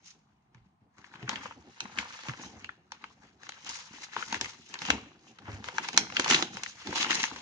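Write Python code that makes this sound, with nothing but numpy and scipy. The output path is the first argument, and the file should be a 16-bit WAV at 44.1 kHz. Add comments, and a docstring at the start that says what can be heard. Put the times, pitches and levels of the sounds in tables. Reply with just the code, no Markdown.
"""A padded paper parcel is lifted, turned, slit and torn by hands on a sofa in a small furnished room.
Creases snap one by one over clumped fibre crackle and panel rustle: click-started noise bursts in bands.
Small facets pop as ringing resonators; the padded body adds lumpy low noise and short sine thumps.
Two microphone ports a few centimetres apart hear it, the left one later, with soft reflections and faint air."""
import sys
import numpy as np
from scipy import signal
from scipy.fft import rfft, irfft
from scipy.io import wavfile

SR = 44100
rng = np.random.default_rng(int(sys.argv[2]) if len(sys.argv) > 2 else 0)


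def bounce(signal):
    """Save signal as a 16-bit WAV file at the path given by the first command-line argument."""
    frames = np.transpose(np.atleast_2d(signal))
    limited = np.clip(frames, -1, 1)
    pcm = np.round(limited * 32767).astype(np.int16)
    wavfile.write(sys.argv[1], SR, pcm)


N = 326781

# Still air of the room. Each row: frequency in Hz, relative spectrum level in dB.
AIR_SPECTRUM = [(24, -29), (40, -6.5), (222, 5), (549, -43), (631, -3), (1000, -5), (1630, -18.5),
                (6880, -37), (10200, -38), (13300, -54), (22000, -120)]
AIR_DB = -70
# Reflections: a late tail, and first reflections off cushions and hands that start SOFA_DB above it.
ROOM_T60_S, ROOM_DB, ROOM_DULL_HZ = 0.55, -8.5, 6200
SOFA_T60_S, SOFA_DB = 0.094, 15
# Tone of the left port. Each row: frequency in Hz, level over the right port in dB.
LEFT_PORT_TONE = [(300, 0.5), (600, -3.5), (1000, 3.5), (1800, 7.5), (3200, -1.5), (5500, 1.5)]
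# The hands carry the parcel across the ports. Each row: time in seconds, left over right in dB
# (centred on its mean before use), lag of the left port in milliseconds.
SIDEWAYS_PATH = [(1.2, 2.5, .14), (1.9, 1, 0.24), (2.7, 2, 0.13), (3.7, 3.5, .18), (4.4, 3.5, 0.15),
                 (5.2, 2.5, .18), (6.4, 1, .2), (7.2, 3.5, 0.12)]
CUTOFF_HZ = 10800

# Slow hold on the parcel, under all strokes. Each row: time in seconds, faint paper rustle in dB,
# padded body in dB.
GRIP_CURVE = [(0.0, -76, -66), (0.3, -79, -74.5), (0.92, -99, -94), (1.2, -80, -74), (1.6, -64, -56),
              (2.1, -49.5, -85), (2.6, -61, -55.5), (2.85, -78.5, -70), (3.35, -78, -62.5), (3.6, -71, -79),
              (4.1, -57.5, -87), (4.6, -72, -62), (5.2, -64.5, -65), (5.6, -65.5, -56), (6.1, -73, -54.5),
              (6.5, -93, -55.5), (6.77, -55, -67), (7.41, -51.5, -50)]
GRIP_FIBRE_DB = -2.5   # fibre crackle of the mere hold, over its rustle
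# Strokes of fingers and blade. Each row: start in seconds, hold in seconds, panel rustle in dB,
# fibre crackle over it in dB, kneading of the padding over it in dB.
HAND_STROKES = [(0.062, 0.036, -66.5, 15, -7), (0.558, 0.029, -68, -12, -14), (0.65, 0.022, -80, -1, 13),
                (0.808, 0.066, -83, -13, 10), (0.986, 0.28, -61, -4, -1.5), (1.147, 0.1, -55, -10, -4.5),
                (1.321, 0.018, -38.5, -8.5, -7), (1.37, 0.017, -54, -18, -19),
                (1.434, 0.014, -45.5, 1.5, -14), (1.837, 0.06, -54, -2.5, -0.5),
                (1.993, 0.01, -38.5, -5, -9.5), (2.106, 0.18, -53, 4, -27),
                (2.281, 0.0087, -47.5, -14, -20), (2.406, 0.055, -57, 10.5, 6),
                (2.546, 0.13, -59.5, -3, -6), (2.94, 0.0071, -56.5, -9, -10), (3.024, 0.085, -62.5, 0, -2),
                (3.233, 0.031, -59, -1.5, -3), (3.434, 0.013, -58, -2, -14),
                (3.461, 0.013, -55.5, 5.5, -15), (3.506, 0.21, -58.5, 0, -8.5),
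                (3.663, 0.14, -48, 6.5, -15), (3.942, 0.095, -54, 9.5, -16),
                (4.139, 0.069, -45.5, 3.5, -30), (4.227, 0.086, -55.5, 6.5, -18),
                (4.307, 0.062, -44, -0.5, -4.5), (4.426, 0.074, -50.5, 5, -15),
                (4.52, 0.19, -65, 11.5, -11), (4.744, 0.009, -50, -2, 2.5), (4.826, 0.074, -43.5, 4, -13),
                (4.898, 0.0054, -33.5, -7, -4.5), (5.269, 0.036, -67.5, 9, -22),
                (5.478, 0.0049, -43, -17, 1.5), (5.53, 0.0069, -50.5, 1, -8),
                (5.645, 0.094, -48, -1.5, -16), (5.782, 0.19, -46.5, 1, -7), (5.983, 0.042, -45.5, -34, 0),
                (6.17, 0.2, -39, 4, -18), (6.306, 0.042, -27, 5.5, -7), (6.54, 0.15, -52, 8, -5),
                (6.862, 0.09, -46, 6, 2), (6.977, 0.034, -34.5, 5.5, -9.5), (7.06, 0.068, -38.5, -16, -6),
                (7.112, 0.045, -34, 5.5, -5), (7.169, 0.082, -38.5, 2.5, -29), (7.356, .05, -62, 14, -7)]
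ATTACK_DB_PER_S, PANEL_RELEASE_DB_PER_S, FIBRE_RELEASE_DB_PER_S = 359.5, 193.5, 210
ROLL_DB, ROLL_DB_PER_S = -15.5, 144   # the padding rolls on: level under a bump, fall after bump or stroke

# Rumble of the padding. Each row: frequency in Hz, relative spectrum level in dB.
BODY_SPECTRUM = [(26, -51.5), (45, -2), (103, 2.5), (320, -2.5), (488, -10), (614, -12), (800, 0.5),
                 (1040, -25.5), (1760, -120)]
# Bumps of the padded body. Each row: time in seconds, peak ahead of the ports in dB, pitch in Hz.
BODY_BUMPS = [(0.551, -51, 112), (0.6, -58, 70), (0.66, -60, 189), (0.816, -60, 128), (0.989, -55.5, 205),
              (1.149, -53, 195), (1.229, -38.5, 127), (1.252, -50, 121), (1.285, -39.5, 217),
              (1.45, -48, 191), (1.849, -43.5, 233), (1.979, -45, 300), (2.287, -34, 133),
              (2.284, -41, 298), (2.395, -41, 274), (2.446, -50.5, 200), (2.624, -51.5, 230),
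              (3.033, -52.5, 270), (3.909, -48.5, 200), (3.938, -49.5, 264), (4.164, -40, 430),
              (4.326, -38.5, 236), (4.347, -38.5, 340), (4.413, -37, 337), (4.596, -51, 230),
              (4.818, -49, 163), (4.899, -27.5, 268), (4.908, -41, 76), (5.032, -48, 264),
              (5.442, -51, 105), (5.483, -41, 106), (5.529, -41.5, 89), (5.602, -42, 213),
              (5.759, -50, 240), (5.974, -33.5, 330), (6.195, -25, 340), (6.309, -28, 320),
              (6.344, -28.5, 334), (6.424, -31, 338), (6.549, -50.5, 206), (6.891, -38.5, 214),
              (6.968, -46, 332), (6.999, -37.5, 292), (7.104, -34.5, 323), (7.195, -42, 395),
              (7.23, -39.5, 267), (7.37, -49, 225)]

# Resonances of the taut wrapping, waxing and waning as it is bent. Each entry: pitch in Hz.
SHEET_NOTES_HZ = [910, 2137, 2754, 2990, 3965, 6200]
SHEET_WIDTH = 0.066   # bandwidth as a share of the pitch
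SHEET_DB, SHEET_SWING_DB, SHEET_DRIFT_HZ = -8, 5, 8.4
# Overall tone of the paper. Each row: frequency in Hz, relative spectrum level in dB.
PAPER_SPECTRUM = [(290, -40.5), (500, -8), (620, -21), (905, -7), (1290, -7), (3120, -3), (3400, -2),
                  (4380, -6.5), (6080, -9.5), (6990, -11), (8130, -29.5), (8990, -14), (10200, -44.5),
                  (13300, -79), (22000, -120)]
# Parts of the sheet. Each row: low edge in Hz, high edge in Hz, place from fibre crackle 0 to panel
# rustle 1 (above 1 counts as 1), time in seconds for a snap's burst to fall 60 dB, level ahead of the
# paper tone in dB.
SHEET_PARTS = [(498, 996, 2.024, 0.022, 12), (1043, 1693, 1.75, 0.014, 8), (1535, 2646, 0.73, 0.011, 6.5),
               (2366, 3340, 0.29, 0.014, 4.5), (3350, 5090, 0.31, 0.015, 4.5),
               (4960, 8020, 0.023, 0.012, 8.5)]
PAPER_WIDTH = 0.97   # port difference in the bursts of the higher parts; less in the lowest one
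# Creases that snap. Each row: time in seconds, click level ahead of the filters in dB, pitch set by the
# size of the crease in Hz, fall away from that pitch in dB per octave (below 0 counts as 0).
CREASE_SNAPS = [(0.105, -41, 6340, 21), (0.546, -44.5, 950, 4), (0.982, -46.5, 821, 1.5),
                (1.043, -30.5, 1790, 23), (1.138, -33, 1210, 10), (1.155, -32.5, 1210, 9),
                (1.227, -33.5, 1790, 9), (1.278, -19, 1480, 29), (1.292, -14.5, 2770, 2.5),
                (1.314, -33, 1190, 1), (1.357, -19.5, 2390, 11), (1.432, -31, 790, 19),
                (1.456, -11.5, 850, 25), (1.509, -22.5, 900, 21), (1.522, -29, 970, 16),
                (1.804, -20, 4700, 4.5), (1.854, -29, 900, 7), (1.974, -23, 1040, 7),
                (1.986, -10, 2360, 11.5), (2.189, -24.5, 1100, 21), (2.214, -44, 1000, 18),
                (2.234, -35, 950, 1), (2.284, -27, 2080, 4), (2.294, -19, 1450, 13), (2.335, -24, 1000, 11),
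                (2.396, -30, 501, 9), (2.435, -30, 950, 7), (2.644, -25.5, 2320, 9.5),
                (2.691, -19.5, 1220, 18), (2.919, -30.5, 1210, -3), (3.04, -24.5, 1480, 9.5),
                (3.432, -40, 1500, -2), (3.467, -34, 1380, 19), (3.491, -28.5, 1640, -3),
                (3.52, -34, 2020, 7), (3.646, -32, 5500, 10), (3.664, -42, 2500, -4),
                (3.692, -28, 6140, 27), (3.707, -31.5, 6330, 15), (3.723, -38, 6200, 12),
                (3.745, -33, 6280, 16), (3.788, -40.5, 1100, -8), (4.164, -11.5, 930, 11.5),
                (4.225, -15, 1200, 17), (4.282, -31.5, 5800, 7), (4.325, -20.5, 910, -2.5),
                (4.343, -18, 1900, 3.5), (4.411, -13.5, 6230, 4.5), (4.444, -30, 883, -3),
                (4.457, -25, 1650, 3.5), (4.74, -22, 4270, 5.5), (4.754, -25, 1200, 12),
                (4.789, -26.5, 4120, 16), (4.818, -28, 930, -4), (4.851, -30, 880, 2),
                (4.885, -17, 1020, 12), (4.902, -5.5, 1950, 2.5), (5.115, -38, 880, 21),
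                (5.386, -35.5, 1470, 5.5), (5.467, -42, 767, 13), (5.49, -26, 497, 14),
                (5.641, -31, 1110, 1), (5.685, -21, 904, 4.5), (5.782, -10, 1020, 5.5),
                (5.845, -27, 1120, 8), (5.886, -20, 930, -2), (5.93, -35, 950, -6), (5.942, -25, 3180, 21),
                (5.965, -22, 2980, 6), (5.975, 0, 6200, 3.5), (6.068, -29, 1010, 8), (6.1, -29, 1400, 4.5),
                (6.122, -26, 850, 4), (6.167, -8.5, 2740, 11.5), (6.196, -12, 890, 0.5),
                (6.244, -15.5, 3750, 8), (6.26, -11.5, 930, 10.5), (6.278, -21, 990, 1),
                (6.309, -9.5, 2420, 5), (6.322, -15, 3100, 2), (6.333, -16, 3300, 5),
                (6.345, -5.5, 3830, 13), (6.353, -27, 3580, 12), (6.424, -13, 3260, 3),
                (6.569, -24.5, 904, 2), (6.634, -16.5, 5700, 4.5), (6.661, -24.5, 1920, 8),
                (6.871, -28, 1930, -3), (6.926, -14.5, 930, 15), (6.957, -22, 2600, 1),
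                (6.976, -21, 2090, 18), (7.027, -14, 3130, 11), (7.045, -8.5, 1720, 21),
                (7.065, -24, 2070, 20), (7.106, -12, 2220, 6), (7.115, -14, 2000, 5),
                (7.128, -20, 1900, 10), (7.153, -13.5, 6000, 22), (7.23, -15, 6690, 7),
                (7.238, -15.5, 2160, 3.5), (7.313, -26.5, 940, 15), (7.36, -35, 902, -1.5)]


def from_db(db):
    """Decibels to gain."""
    return 10 ** (np.asarray(db) / 20)


def rms_one(x):
    """Scale to unit power."""
    return x / np.sqrt(np.mean(x ** 2) + 1e-20)


def together(*db):
    """Levels in dB added as powers."""
    return 10 * np.log10(sum(from_db(d) ** 2 for d in db))


def in_time(rows):
    """Columns of a curve, one value a sample."""
    s, *columns = np.transpose(rows)
    return [np.interp(np.arange(N) / SR, s, c) for c in columns]


def colour(x, spectrum):
    """Causal filter of the given spectrum: minimum phase from the folded cepstrum."""
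    hz, db = np.transpose(spectrum)
    grid = np.maximum(np.arange(2049) * SR / 4096, 1)
    cepstrum = irfft(np.log(from_db(np.interp(np.log(grid), np.log(hz), db))))
    cepstrum[1:2048] *= 2
    cepstrum[2049:] = 0
    impulse = irfft(np.exp(rfft(cepstrum)))
    return signal.fftconvolve(x, impulse[None], axes=-1)[..., :N]


def band(x, low_hz, high_hz):
    """Band-pass."""
    return signal.sosfilt(signal.butter(2, [low_hz, high_hz], "band", fs=SR, output="sos"), x)


def drift(rate_hz):
    """Slow random wander of spread 1: noise through two equal low-pass poles."""
    r = np.exp(-2 * np.pi * rate_hz / SR)
    noise = rng.standard_normal(N + SR)   # the first second only settles the filter
    return rms_one(signal.lfilter([1], [1, -2 * r, r * r], noise)[SR:])


def dying(clicks, t60, rise_s):
    """Each click starts an envelope that swells briefly and falls 60 dB in about t60 seconds."""
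    r = np.exp(-1 / (rise_s * SR))
    poles = np.convolve([1, -r], [1, -from_db(-60 / (t60 * SR))])
    return signal.lfilter([1 - r], poles, clicks + 1e-18)


def breaks(per_s, size_db, clumps):
    """Tiny breaks come in clumps, a few far larger than the rest."""
    born = np.flatnonzero(rng.random(N) < per_s * clumps / SR)
    clicks = np.zeros(N)
    clicks[born] = from_db(size_db * np.minimum(rng.exponential(1, N)[born], 3.0))
    return clicks


def alike_bass(pair, hz):
    """Long waves reach both ports nearly alike, short ones do not."""
    low = signal.sosfilt(signal.butter(2, hz, fs=SR, output="sos"), 1.13 * pair + 0.64 * pair[::-1])
    return low + signal.sosfilt(signal.butter(2, hz, "high", fs=SR, output="sos"), pair)


def still_air():
    """Faint steady noise of the room, shared between the ports in the bass."""
    noise = alike_bass(rng.standard_normal((2, N)), 350)
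    return from_db(AIR_DB) * rms_one(colour(noise, AIR_SPECTRUM))


def room(x):
    """Dense soft reflections; the hands move the parcel, so three sets of paths fade in and out in turn."""
    t, out = np.arange(SR // 2) / SR, 0
    late = from_db(-60 * t / ROOM_T60_S)
    early = from_db(SOFA_DB - 60 * t / SOFA_T60_S)
    decay = (late + early) * (1 - np.exp(-(t / 0.00055) ** 2))
    for k in range(3):
        tail = alike_bass(rng.standard_normal((2, len(t))), 485) * decay
        tail = signal.sosfilt(signal.butter(1, ROOM_DULL_HZ, fs=SR, output="sos"), tail)
        tail = tail / np.sqrt(np.sum(tail ** 2) / 2)
        turn = np.sqrt(2 / 3) * np.cos(2 * np.pi * (np.arange(N) / SR * 1.7 + k / 3))
        out = out + signal.fftconvolve((x[1] * turn)[None], tail, axes=-1)[:, :N]
    return from_db(ROOM_DB) * out


def ports(x, lag_ms):
    """The left port hears the parcel a little later and past the casing."""
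    lagged = np.interp(np.arange(N) - lag_ms * SR / 1000, np.arange(N), x[0])
    return np.array([colour(lagged[None], LEFT_PORT_TONE)[0], x[1]]) * from_db(2.0)


def swells(start, hold, db, release_db_per_s):
    """Level in dB of events that rise, hold and let go, their powers added."""
    t = np.arange(0, N + 64, 64)[:, None] / SR   # one value per 64 samples
    rise = ATTACK_DB_PER_S * np.maximum(start - t, 0)
    fall = release_db_per_s * np.maximum(t - start - hold, 0)
    power = np.sum(from_db(db - rise - fall) ** 2, axis=1)
    return np.interp(np.arange(N) / SR, t[:, 0], 10 * np.log10(power + 1e-20))


def handling():
    """How hard fibres, panels and padding are worked at each moment, in dB."""
    rustle_db, knead_db = in_time(GRIP_CURVE)
    start, hold, db, fibre_over_db, body_over_db = np.transpose(HAND_STROKES)
    bump_s, bump_db, _ = np.transpose(BODY_BUMPS)
    fibre_strokes = swells(start, hold, db + fibre_over_db, FIBRE_RELEASE_DB_PER_S)
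    panel_strokes = swells(start, hold, db, PANEL_RELEASE_DB_PER_S)
    body_strokes = swells(start, hold, db + body_over_db, ROLL_DB_PER_S)
    bump_rolls = swells(bump_s, 0, bump_db + ROLL_DB, ROLL_DB_PER_S)
    fibre_db = together(rustle_db + GRIP_FIBRE_DB, fibre_strokes)
    panel_db = together(rustle_db, panel_strokes)
    return fibre_db, panel_db, together(knead_db, body_strokes, bump_rolls)


def thump(db, hz):
    """A press on the padding: a sine and an overtone out of tune, falling 60 dB in 7.8 cycles."""
    t = np.arange(SR // 5) / SR
    envelope = from_db(-60 * t * hz / 7.8) * (1 - np.exp(-t * hz / 0.5))
    wave = envelope * (np.sin(2 * np.pi * hz * t) + 0.31 * np.sin(2 * np.pi * 1.5 * hz * t))
    return from_db(db) * wave / np.abs(wave).max()


def body(body_db):
    """The padding rumbles in lumps under the fingers and thumps for a few cycles when pressed."""
    presses = breaks(per_s=77.0, size_db=5.5, clumps=from_db(2.7 * drift(6.5)))
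    lumps = rms_one(dying(presses, 0.07, rise_s=0.0065)) + 0.19
    rumble = rms_one(colour(lumps[None] * rng.standard_normal(N), BODY_SPECTRUM)[0])
    out = from_db(body_db) * band(rumble, 174.0, 603)
    deep_db = np.minimum(body_db, -53.5) - 5.0   # soft foam cannot carry deep notes any harder
    out += from_db(deep_db) * band(rumble, 61, 250)
    for s, db, hz in BODY_BUMPS:
        at, hit = int(s * SR), thump(db, hz)
        out[at:at + len(hit)] += hit[:N - at]
    return out


def crinkles(panel_db):
    """Small facets of paper pop in and out, each ringing a few cycles at a pitch set by its size."""
    clicks = breaks(per_s=90., size_db=1.5, clumps=from_db(5.0 * drift(14.0))) * rng.choice([-1, 1], N)
    facet, out = rng.integers(0, 14, N), 0   # which of 14 sizes each click rings
    for k, hz in enumerate(np.geomspace(850., 6200., 14)):
        r, w = from_db(-60 * hz / (16. 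* SR)), 2 * np.pi * hz / SR   # falls 60 dB in 16 cycles
        struck = clicks * (facet == k) + 1e-18
        out = out + signal.lfilter([0, np.sin(w)], [1, -2 * r * np.cos(w), r * r], struck)
    return from_db(panel_db - 10.0) * rms_one(out)


def sheet(x):
    """The wrapping rings at a few broad notes, each coming and going on its own."""
    out = 0
    for hz in SHEET_NOTES_HZ:
        r = np.exp(-np.pi * SHEET_WIDTH * hz / SR)
        poles = [1, -2 * r * np.cos(2 * np.pi * hz / SR), r * r]
        rung = signal.lfilter([(1 - r * r) / 2, 0, (r * r - 1) / 2], poles, x)
        out = out + from_db(SHEET_DB + SHEET_SWING_DB * drift(SHEET_DRIFT_HZ)) * rung
    return out


def paper(fibre_db, panel_db):
    """Snaps, breaks felt all over, local breaks and smooth rubbing shake each part of the sheet."""
    s, peak_db, snap_hz, fall_db = np.transpose(CREASE_SNAPS)
    clumps = from_db(4.0 * drift(23.0))
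    felt_all_over = breaks(per_s=230.0, size_db=5.5, clumps=clumps)
    sign = rng.choice([-1, 1], N)
    noise, out = rng.standard_normal((2, 2, N)), 0   # neighbouring parts take turns on two noise pairs
    for k, (low_hz, high_hz, place, t60, db) in enumerate(SHEET_PARTS):
        fibre = np.clip(1 - place, 0, 1)   # share of fibre crackle against panel rustle
        rustle_db = fibre * fibre_db + (1 - fibre) * panel_db
        own = breaks(per_s=200.0, size_db=5.0, clumps=clumps)
        bursts = rms_one(dying(0.58 * felt_all_over + own, 1.35 * t60, rise_s=0.00053))
        grain = rms_one(bursts + 0.81)   # the constant is the smooth rubbing
        octaves = np.abs(np.log2(np.sqrt(low_hz * high_hz) / snap_hz))
        clicks = np.zeros(N)
        clicks[(s * SR).astype(int)] = from_db(peak_db - np.maximum(fall_db, 0) * octaves)
        shake = from_db(rustle_db + 1.68 * drift(15.0)) * grain + dying(clicks, t60, rise_s=0.00032)
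        # A wide sheet reaches each port by other paths.
        apart = np.clip(PAPER_WIDTH * min(low_hz / 1040.0, 1), 0, 1)
        left, right = noise[k % 2]
        pair = np.array([np.sqrt(1 - apart ** 2) * right + apart * left, right])
        # Each snap and break opens with one clean crack.
        break_cracks = from_db(rustle_db) * rms_one(felt_all_over * sign + own)
        cracks = 3.2 * clicks + 0.26 * break_cracks
        out = out + from_db(db) * band(shake * pair + cracks, low_hz, high_hz)
    return colour(out + sheet(out), PAPER_SPECTRUM)


def scene():
    """Parcel at the ports, its reflections, and the still air of the room."""
    fibre_db, panel_db, body_db = handling()
    padding = body(body_db)
    pops = crinkles(panel_db) * np.ones((2, 1))
    sheet_sound = paper(fibre_db, panel_db)
    pan_db, lag_ms = in_time(SIDEWAYS_PATH)
    lean = from_db(np.outer([.5, -.5], pan_db - pan_db.mean()))
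    direct = ports(lean * (sheet_sound + pops) + padding, lag_ms)
    reflections = room(sheet_sound + padding) + room(pops)
    return direct + reflections + still_air()


def record(dry):
    """The microphone sheds the deepest bass, peaks stop at full scale, the top is cut."""
    thin = signal.sosfilt(signal.butter(3, 55., "high", fs=SR, output="sos"), dry)
    top_cut = signal.cheby2(16, 70, CUTOFF_HZ, fs=SR, output="sos")
    return signal.sosfilt(top_cut, np.clip(thin, -1, 1))


dry = scene()
out = record(dry)
bounce(out)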